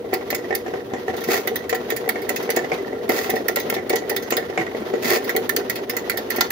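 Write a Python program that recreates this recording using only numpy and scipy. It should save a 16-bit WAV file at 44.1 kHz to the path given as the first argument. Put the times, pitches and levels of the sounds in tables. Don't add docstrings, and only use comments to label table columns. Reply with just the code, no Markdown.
import sys
import numpy as np
from scipy import signal
from scipy.fft import rfft, irfft, next_fast_len
from scipy.io import wavfile
from scipy.ndimage import uniform_filter1d

SR = 44100
rng = np.random.default_rng(int(sys.argv[2]) if len(sys.argv) > 2 else 0)


def materialize(psi):
    bounded = np.clip(np.atleast_2d(psi).T, -1, 1)
    quanta = np.round(bounded * 32767).astype(np.int16)
    wavfile.write(sys.argv[1], SR, quanta)


N = 287091
TIME = np.arange(N) / SR
BINS = np.fft.rfftfreq(8192, 1 / SR)


def gain_of(db):
    return 10 ** (np.asarray(db) / 20)


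def evened(x):
    return x / np.sqrt(np.mean(x ** 2) + 1e-20)


def read(points, hz):
    point_hz, value = np.transpose(points)
    return np.interp(np.log(hz + 1), np.log(point_hz + 1), value)


def add(mix, s, sound):
    part = mix[:, max(round(s * SR), 0):][:, :sound.shape[1]]
    part += sound[:, :part.shape[1]]


def wander(rate_hz):
    t = np.arange(8192) / 1200
    hz = np.fft.rfftfreq(len(t), t[1])
    smooth = rfft(rng.standard_normal(len(t))) / (1 + (hz / rate_hz) ** 4)
    return np.interp(TIME, t, evened(irfft(smooth)))


def resonances(modes):
    power = sum(gain_of(db) ** 2 / (1 + ((BINS - hz) / width) ** 2) ** 2 for hz, width, db in modes)
    return np.sqrt(power)


def struck(modes, spread_db):
    return resonances([(hz, width, db + spread_db * rng.standard_normal()) for hz, width, db in modes])


def ring(x, gain):
    cepstrum = irfft(np.log(np.maximum(gain / gain.max(), 1e-4)))
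    folded = 2 * cepstrum[:len(BINS)]
    taps = irfft(np.exp(rfft(folded, len(cepstrum))))[:len(BINS)]
    taps = taps / np.linalg.norm(taps)
    size = next_fast_len(x.shape[1] + len(taps), True)
    return irfft(rfft(x, size) * rfft(taps, size), size)[:, :x.shape[1]]


def contacts(per_s, spread_db):
    size = gain_of(spread_db * np.minimum(rng.exponential(1, N), 3))
    happens = rng.random(N) < per_s / SR
    return evened(size * happens * rng.choice([-1, 1], (2, N)))


def skid(gain, rise_s, decay_s, length_s=.09):
    t = np.arange(round(length_s * SR)) / SR
    envelope = (1 - np.exp(-t / rise_s)) * np.exp(-t / decay_s)
    sound = ring(envelope * rng.standard_normal((2, len(t))), gain)
    sound /= np.linalg.norm(sound, axis=1, keepdims=True)
    strongest = uniform_filter1d((sound ** 2).mean(0), size=220).max()
    return sound / np.sqrt(strongest)


# (frequency [Hz], half-width at half height [Hz], level [dB])
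PIPE_MODES = [(257.4, 23.3, -10.5), (360.9, 14.6, -0.5), (397, 13, -1), (439.7, 25.7, 1), (479, 14.4, 2)]
UPPER_PIPE_MODES = [(579, 27, -3), (599.4, 21, 0.5), (664.4, 22, -1.5), (748.6, 38, 1), (820, 45, -10)]
MOUTH_MODES = [(1120, 220, -15), (1373, 35, -0.5), (1550, 75, -5.5), (1817, 75, 4.5), (1943, 29, 8),
               (2018, 34, 4.5), (2167, 111, 0.5)]
RIM_MODES = [(2590, 260, -4), (2948, 15, 0), (3215, 92, -4), (3700, 350, -3), (4295, 180, -4.5),
             (4770, 560, -6.5), (5320, 205, -4.5), (6150, 270, -5), (6790, 400, -6.5)]
# (frequency [Hz], level [dB per Hz])
BUMP_COLOUR = [(60, -28.5), (120, -19), (190, -10), (245, -2.5), (315, -10.5), (380, -3), (470, -4.5),
               (540, -6), (750, -9), (900, -19.5), (1300, -44.5), (2500, -59)]
# (frequency [Hz], level [dB per Hz])
RATTLE_COLOUR = [(500, -21.5), (900, 4), (1300, -2), (2000, -6), (2450, -9), (3200, -8), (5000, -14.5),
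                 (6500, -17), (8000, -34), (10000, -23), (15300, -17), (16300, -40)]
# (time [s], bump level [dB], rattle level [dB])
CHURN_LEVELS = [(0.0, -34, -45), (0.61, -32.5, -43.5), (0.92, -33.5, -45), (1.34, -30.5, -40),
                (1.67, -32, -43), (2.63, -28, -38.5), (2.79, -31.5, -41), (3.06, -29, -42.5),
                (3.28, -29, -40.5), (3.57, -28.5, -43), (4.6, -31, -41), (5.15, -29.5, -41),
                (5.71, -30.5, -42), (6.24, -30, -41.5), (6.51, -32, -38)]
BUMPS_TRIM_DB, RATTLE_TRIM_DB, CHATTER_TRIM_DB = -0.5, 1, -5


def churn():
    s, bumps_db, rattle_db = np.transpose(CHURN_LEVELS)
    lurch = wander(rate_hz=23.0)
    pipe = 1 + 1.2 * resonances(PIPE_MODES) + 0.34 * resonances(UPPER_PIPE_MODES)
    bumps = evened(ring(contacts(per_s=1500, spread_db=1.5), gain_of(read(BUMP_COLOUR, BINS)) * pipe))
    wall = 1 + 0.41 * resonances(MOUTH_MODES) + .5 * resonances(RIM_MODES)
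    rattle = evened(ring(contacts(per_s=5000, spread_db=1.5), gain_of(read(RATTLE_COLOUR, BINS)) * wall))
    bumps_level = gain_of(np.interp(TIME, s, bumps_db) + BUMPS_TRIM_DB + 1.15 * lurch)
    rattle_level = gain_of(np.interp(TIME, s, rattle_db) + RATTLE_TRIM_DB + 2.9 * lurch)
    return bumps * bumps_level + rattle * rattle_level


def chatter():
    s, _, rattle_db = np.transpose(CHURN_LEVELS)
    ticks = np.zeros((2, N))
    for _ in range(3):
        touches = contacts(per_s=40, spread_db=6.5)
        wall = struck(MOUTH_MODES, spread_db=8.5) + 0.41 * resonances([(1160, 110, 0)])
        ticks += ring(touches, wall)
    return evened(ticks) * gain_of(np.interp(TIME, s, rattle_db) + CHATTER_TRIM_DB)


# (frequency [Hz], level [dB])
MOTOR_TONES = [(59.7, -68), (120, -53.5), (299, -42.5), (358.5, -43), (390, -38), (479, -36), (572.5, -55)]
# (frequency [Hz], level [dB per Hz])
DRUM_COLOUR = [(25, -30), (42, -29), (56, -1), (70, -5), (88, 4), (140, 0), (175, 0), (260, 0.5),
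               (400, -31.5)]


def motor():
    clock = np.cumsum(1 + 0.0041 * wander(rate_hz=4.12)) / SR
    rumble = evened(ring(rng.standard_normal((2, N)), gain_of(read(DRUM_COLOUR, BINS))))
    out = gain_of(-47.0) * rumble
    for hz, db in MOTOR_TONES:
        phase = 2 * np.pi * (hz * clock + rng.random((2, 1)))
        level = gain_of(db - 4.0 + 4.67 * wander(rate_hz=21))
        out += np.sqrt(2) * level * np.sin(phase)
    return out


LIGHT_KNOCKS_PER_S, LIGHT_THUMP_DB, LIGHT_CLACK_DB, LIGHT_SPREAD_DB = 7, -27.5, -36, 2


def light_knocks():
    chance, thump, clack = rng.random(80), rng.standard_normal(80), rng.standard_normal(80)
    s = (np.arange(len(chance)) + chance) / LIGHT_KNOCKS_PER_S
    thump_db = LIGHT_THUMP_DB + LIGHT_SPREAD_DB * thump
    clack_db = LIGHT_CLACK_DB + LIGHT_SPREAD_DB * clack
    rows = np.transpose([s, thump_db, clack_db])
    return list(rows[s < N / SR])


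# (time [s], level of the air column's thump [dB], level of the wall's clack [dB])
HARD_KNOCKS = [(0.045, -20.5, -50), (0.131, -12, -23.5), (0.328, -17, -25), (0.507, -17.5, -24.5),
               (0.527, -15, -24.5), (0.663, -21, -33), (0.738, -19, -31), (0.918, -24, -42),
               (0.936, -18.5, -29), (1.081, -18, -26), (1.14, -20.5, -33), (1.287, -13, -30),
               (1.342, -19, -24.5), (1.475, -21.5, -29), (1.516, -16, -49), (1.728, -12.5, -21.5),
               (1.923, -14, -37), (2.078, -16, -32), (2.157, -24, -25), (2.304, -15.5, -34),
               (2.492, -15, -24), (2.572, -13, -19), (2.644, -27, -28.5), (2.718, -15.5, -21),
               (2.931, -18.5, -38), (3.096, -10.5, -21), (3.245, -34, -28.5), (3.294, -15, -25),
               (3.339, -12, -32), (3.365, -18, -25), (3.495, -16, -29), (3.57, -16, -20.5),
               (3.725, -16.5, -27.5), (3.766, -18.5, -26), (3.904, -14, -24.5), (3.935, -10, -24.5),
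               (4.116, -14.5, -30.5), (4.323, -13.5, -18.5), (4.379, -16, -24.5), (4.576, -16, -18),
               (4.612, -29, -26), (4.666, -35, -28), (4.748, -19.5, -34.5), (4.938, -13, -31),
               (5.115, -15, -21), (5.168, -15.5, -28), (5.35, -13.5, -30.5), (5.378, -12.5, -33),
               (5.55, -16.5, -44), (5.588, -18, -45), (6.187, -23, -35), (6.385, -16, -25),
               (6.409, -42, -17.5)]
HOLLOW_DB, HOLLOW_FROM_CLACK = -3.5, 0.34


def knocks():
    out = np.zeros((2, N))
    broad = resonances([(976, 284, 1.5), (2610, 660, -7.5), (5860, 2000, -17.5)])
    for s, thump_db, clack_db in list(HARD_KNOCKS) + light_knocks():
        air = struck(PIPE_MODES, spread_db=2.5) + 0.083 * resonances([(380, 138, 0)])
        thump = skid(air, rise_s=0.00058, decay_s=0.0025)
        hollow_db = HOLLOW_DB + thump_db + HOLLOW_FROM_CLACK * (clack_db - thump_db)
        hollow = skid(struck(UPPER_PIPE_MODES, spread_db=2), rise_s=0.00029, decay_s=.003)
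        add(out, s - .003, gain_of(thump_db - 4) * thump + gain_of(hollow_db) * hollow)

        wall = struck(MOUTH_MODES, spread_db=7.0) + gain_of(-1.5) * broad
        wall = wall + gain_of(-24.0) * struck(RIM_MODES, spread_db=8.5)
        clack = gain_of(clack_db + 1.04) * skid(wall, rise_s=0.00028, decay_s=0.0062)
        add(out, s - .0005, clack)
        add(out, s + rng.uniform(.008, .022), gain_of(-9.5) * clack[::-1])
    return out


# (frequency [Hz], level [dB per Hz])
SIZZLE_COLOUR = [(3000, -56), (5500, -42), (7000, -17.5), (8000, -14), (9400, -10), (10100, -7.5),
                 (11400, -12), (12300, -5), (13200, -1.5), (14400, -6), (15100, 2), (15550, 0),
                 (15950, -17), (16600, -30)]
SIZZLE_DB = -3.5
CLACK_DB, RING_DB, RIM_HIT_RING_DB = -26.5, -20.5, -4
USUAL_SLAP_DB, CLACK_SLOPE, RING_SLOPE = -18, .65, 0.79
SKID_LENGTH, SKID_SHORTER_PER_DB = 0.79, 0.09


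def slap(sizzle_db, square_db, ring_db):
    out = np.zeros((2, SR // 7))
    force_db = sizzle_db - USUAL_SLAP_DB
    length = np.clip(SKID_LENGTH - SKID_SHORTER_PER_DB * force_db, .5, 2)
    spot_db = np.interp(BINS, np.linspace(0, SR / 2, 24), rng.normal(0, 2.2, 24))
    coils = gain_of(read(SIZZLE_COLOUR, BINS) + spot_db)
    sizzle = gain_of(sizzle_db + SIZZLE_DB) * skid(coils, rise_s=0.0011, decay_s=0.006 * length)
    rim = struck(RIM_MODES, spread_db=3.5)
    clack_level = gain_of(CLACK_DB + CLACK_SLOPE * force_db + square_db)
    clack = clack_level * skid(rim, rise_s=0.0031, decay_s=0.0086 * length)
    mouth = struck(MOUTH_MODES, spread_db=3)
    mouth_level = gain_of(ring_db + RING_SLOPE * force_db)
    mouth_ring = mouth_level * skid(mouth, rise_s=0.00089, decay_s=0.01 * length)
    add(out, 0, sizzle + clack + mouth_ring)
    bounce_s, bounce_db = rng.uniform(.014, .034), rng.normal(-17.5, 7)
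    bounce = (0.14 * sizzle + clack + mouth_ring)[::-1]
    add(out, bounce_s, gain_of(bounce_db) * bounce)
    return out


# (time [s], level before the sizzle trim [dB], extra ring of the pipe mouth [dB])
MOUTH_TOUCHES = [(0.1369, -19.5, -0.5), (0.3025, -20.5, -2), (0.5502, -16, -5.5), (1.165, -33.5, -9),
                 (1.2055, -34.5, -10), (1.2378, -27.5, -4), (1.4729, -18.5, -0.5), (1.6936, -20.5, -1),
                 (1.9019, -19, -1), (2.0903, -14, 0.5), (2.2919, -17, -1), (2.5019, -17, -1),
                 (3.0919, -20, 3.5), (3.2992, -17.5, -4), (3.483, -14, 0.5), (3.5977, -23, -4),
                 (3.699, -15.5, -2), (3.895, -18, -4), (4.0956, -18, -4.5), (4.3051, -18.5, -5.5),
                 (5.102, -17, 1), (5.293, -22, 6), (5.4931, -14, 1), (5.697, -17.5, 0), (5.896, -18.5, -3),
                 (6.0969, -15.5, 0.5), (6.303, -18, -1), (6.5044, -18, 1)]
# (time [s], level before the sizzle trim [dB], extra clack of the rim [dB])
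RIM_HITS = [(0.347, -18, 0), (1.5574, -17.5, -2), (1.7472, -22.5, -3), (1.963, -23, -2.5),
            (2.217, -33, -4.5), (2.3603, -22, 2.5), (2.4254, -32.5, -3), (2.5625, -18.5, 4.5),
            (3.3558, -29.5, 1), (3.559, -14, 0.5), (3.7396, -26, 3), (3.9569, -20.5, 3), (4.1628, -19, 4),
            (4.2232, -34.5, 0), (4.3678, -16.5, 4), (5.242, -30.5, -3), (5.3634, -13, -1), (5.5637, -12, 3),
            (5.7556, -28.5, 3.5), (5.9663, -18, -0.5), (6.1723, -21, 0), (6.361, -21.5, -3),
            (6.4081, -12.5, 10)]


def slaps():
    out = np.zeros((2, N))
    for s, db, extra_ring_db in MOUTH_TOUCHES:
        add(out, s - .0007, slap(db, 0, RING_DB + extra_ring_db))
    for s, db, extra_clack_db in RIM_HITS:
        add(out, s - .0007, slap(db, extra_clack_db, RING_DB + RIM_HIT_RING_DB))
    return out


# (time [s], level before a trim [dB], pitch of the boom [Hz])
FLOOR_THUDS = [(1.094, -26.5, 87), (1.277, -22, 248), (1.54, -30, 260), (2.641, -27.5, 236),
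               (2.729, -23.5, 192), (3.549, -30, 250), (4.587, -18, 202), (4.607, -22.5, 149),
               (4.804, -21.5, 213), (5.049, -17.5, 244)]
# (frequency [Hz], level [dB per Hz])
FLOOR_COLOUR = [(35, -35), (60, -7), (95, -13), (170, -1), (250, -10), (340, 7), (700, -38)]


def thuds():
    out = np.zeros((2, N))
    floor = gain_of(read(FLOOR_COLOUR, BINS))
    for s, db, hz in FLOOR_THUDS:
        boom = floor + 2.0 * resonances([(hz, 22, 0)])
        thud = skid(boom, rise_s=0.0023, decay_s=0.012, length_s=0.27)
        add(out, s - .004, gain_of(db - 5.5) * thud)
    return out


# (time [s], length [s], level of the rasp [dB], fade time constant [s])
COIL_PULLS = [(1.272, 0.089, -24, 0.032), (3.082, 0.11, -29.5, 0.079), (5.014, 0.16, -25.5, 0.0078)]
PULL_ATTACK_S, PULL_UNEVEN_DB = 0.031, 1.2


def pulls():
    level = np.zeros(N)
    for s, length_s, db, release_s in COIL_PULLS:
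        swell = np.clip((TIME - s) / PULL_ATTACK_S, 0, 1)
        fade = np.exp(-np.maximum(TIME - s - length_s, 0) / release_s)
        level += gain_of(db) * swell * fade
    coils_passed = np.cumsum(110 * np.exp(0.38 * wander(rate_hz=25))) / SR
    tick_shape = .45 + np.exp(-(coils_passed % 1) / .35)
    ticks = evened(tick_shape * gain_of(2 * wander(rate_hz=70)))
    catching = gain_of(PULL_UNEVEN_DB * wander(rate_hz=35))
    force = level * catching * ticks * rng.standard_normal((2, N))
    coils = gain_of(-4.5) * ring(force, gain_of(read(SIZZLE_COLOUR, BINS)))
    rim = gain_of(-2.5) * ring(force, resonances(RIM_MODES) + 0.051 * resonances([(4500, 3400, 0)]))
    mouth = gain_of(-0.5) * ring(force, resonances(MOUTH_MODES) + 0.58 * resonances([(1200, 220, 0)]))
    upper_pipe = gain_of(-2.5) * ring(force, resonances(UPPER_PIPE_MODES))
    pipe = gain_of(-1.5) * ring(force, resonances(PIPE_MODES))
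    return coils + rim + mouth + upper_pipe + pipe


def spring(x):
    t = np.arange(SR // 16) / SR
    hz = np.linspace(2600, 15700, 64)[:, None] + rng.uniform(-70, 70, (64, 1))
    phase = 2 * np.pi * rng.random((2, len(hz), 1))
    fade = gain_of(-60 * t / 0.047)
    tail = (np.sin(2 * np.pi * hz * t + phase) * fade).sum(1)
    tail /= np.linalg.norm(tail, axis=1, keepdims=True)
    return signal.oaconvolve(x, tail, axes=1)[:, :N]


# (frequency [Hz], time to fall by 60 dB [s])
ROOM_DECAY = [(200, 0.18), (2000, 0.19), (6000, 0.22), (14000, 0.15)]


def room(x):
    taps = rng.standard_normal((2, SR // 2)) * (rng.random((2, SR // 2)) < 3000 / SR)
    hz, t, bands = signal.stft(taps, SR, nperseg=256)
    fade = gain_of(-60 * t / read(ROOM_DECAY, hz)[:, None])
    tail = signal.istft(bands * fade, SR, nperseg=256)[1]
    tail *= np.clip(np.arange(tail.shape[1]) / SR / 0.0037 - 1, 0, 1)
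    tail /= np.linalg.norm(tail, axis=1, keepdims=True)
    return signal.fftconvolve(x, tail, axes=1)[:, :N]


def scene():
    near = slaps() + pulls()
    deep = knocks() + thuds() + chatter()
    near = gain_of(-0.83) * near + gain_of(-8) * spring(near)
    wet = room(gain_of(-14.0) * near + gain_of(-7.0) * deep)
    return near + deep + wet + churn() + motor()


# (frequency [Hz], left minus right [dB])
MIC_BALANCE = [(100, -1), (250, 2.5), (330, -6), (480, 4.5), (800, 2), (1200, 1), (1850, -8), (2600, -1.5),
               (5200, 3), (6800, -4.5), (8500, -9), (15000, -5.5)]
# (frequency [Hz], likeness [1 = the same, 0 = unrelated])
MIC_LIKENESS = [(100, 0.9), (290, 0.97), (640, 0.58), (1000, 0.16), (1500, 0.065), (8000, 0.17)]
LEFT_LAG_S = .0002
EDGE_HZ = 16600


def record(dry):
    size = next_fast_len(N, True)
    hz = np.fft.rfftfreq(size, 1 / SR)
    first, second = rfft(dry, size)
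    same = np.clip(read(MIC_LIKENESS, hz), -1, 1)
    mid = first * np.sqrt((1 + same) / 2)
    side = second * np.sqrt((1 - same) / 2)
    lean = gain_of(read(MIC_BALANCE, hz))
    lag = np.exp(-2j * np.pi * hz * LEFT_LAG_S)
    pair = np.array([(mid + side) * lean * lag, mid - side]) * np.sqrt(2 / (1 + lean ** 2))
    bass_cut = 1 / np.sqrt(1 + (45 / (hz + 1)) ** 4)
    sound = irfft(pair * bass_cut, size)[:, :N]
    rounded = sound / (1 + (sound ** 2 / .8) ** 2) ** .25
    low_pass = signal.firwin(511, EDGE_HZ, window=("kaiser", 9), fs=SR)
    return signal.oaconvolve(rounded, low_pass[None], "same")


dry = scene()
out = record(dry)
materialize(out)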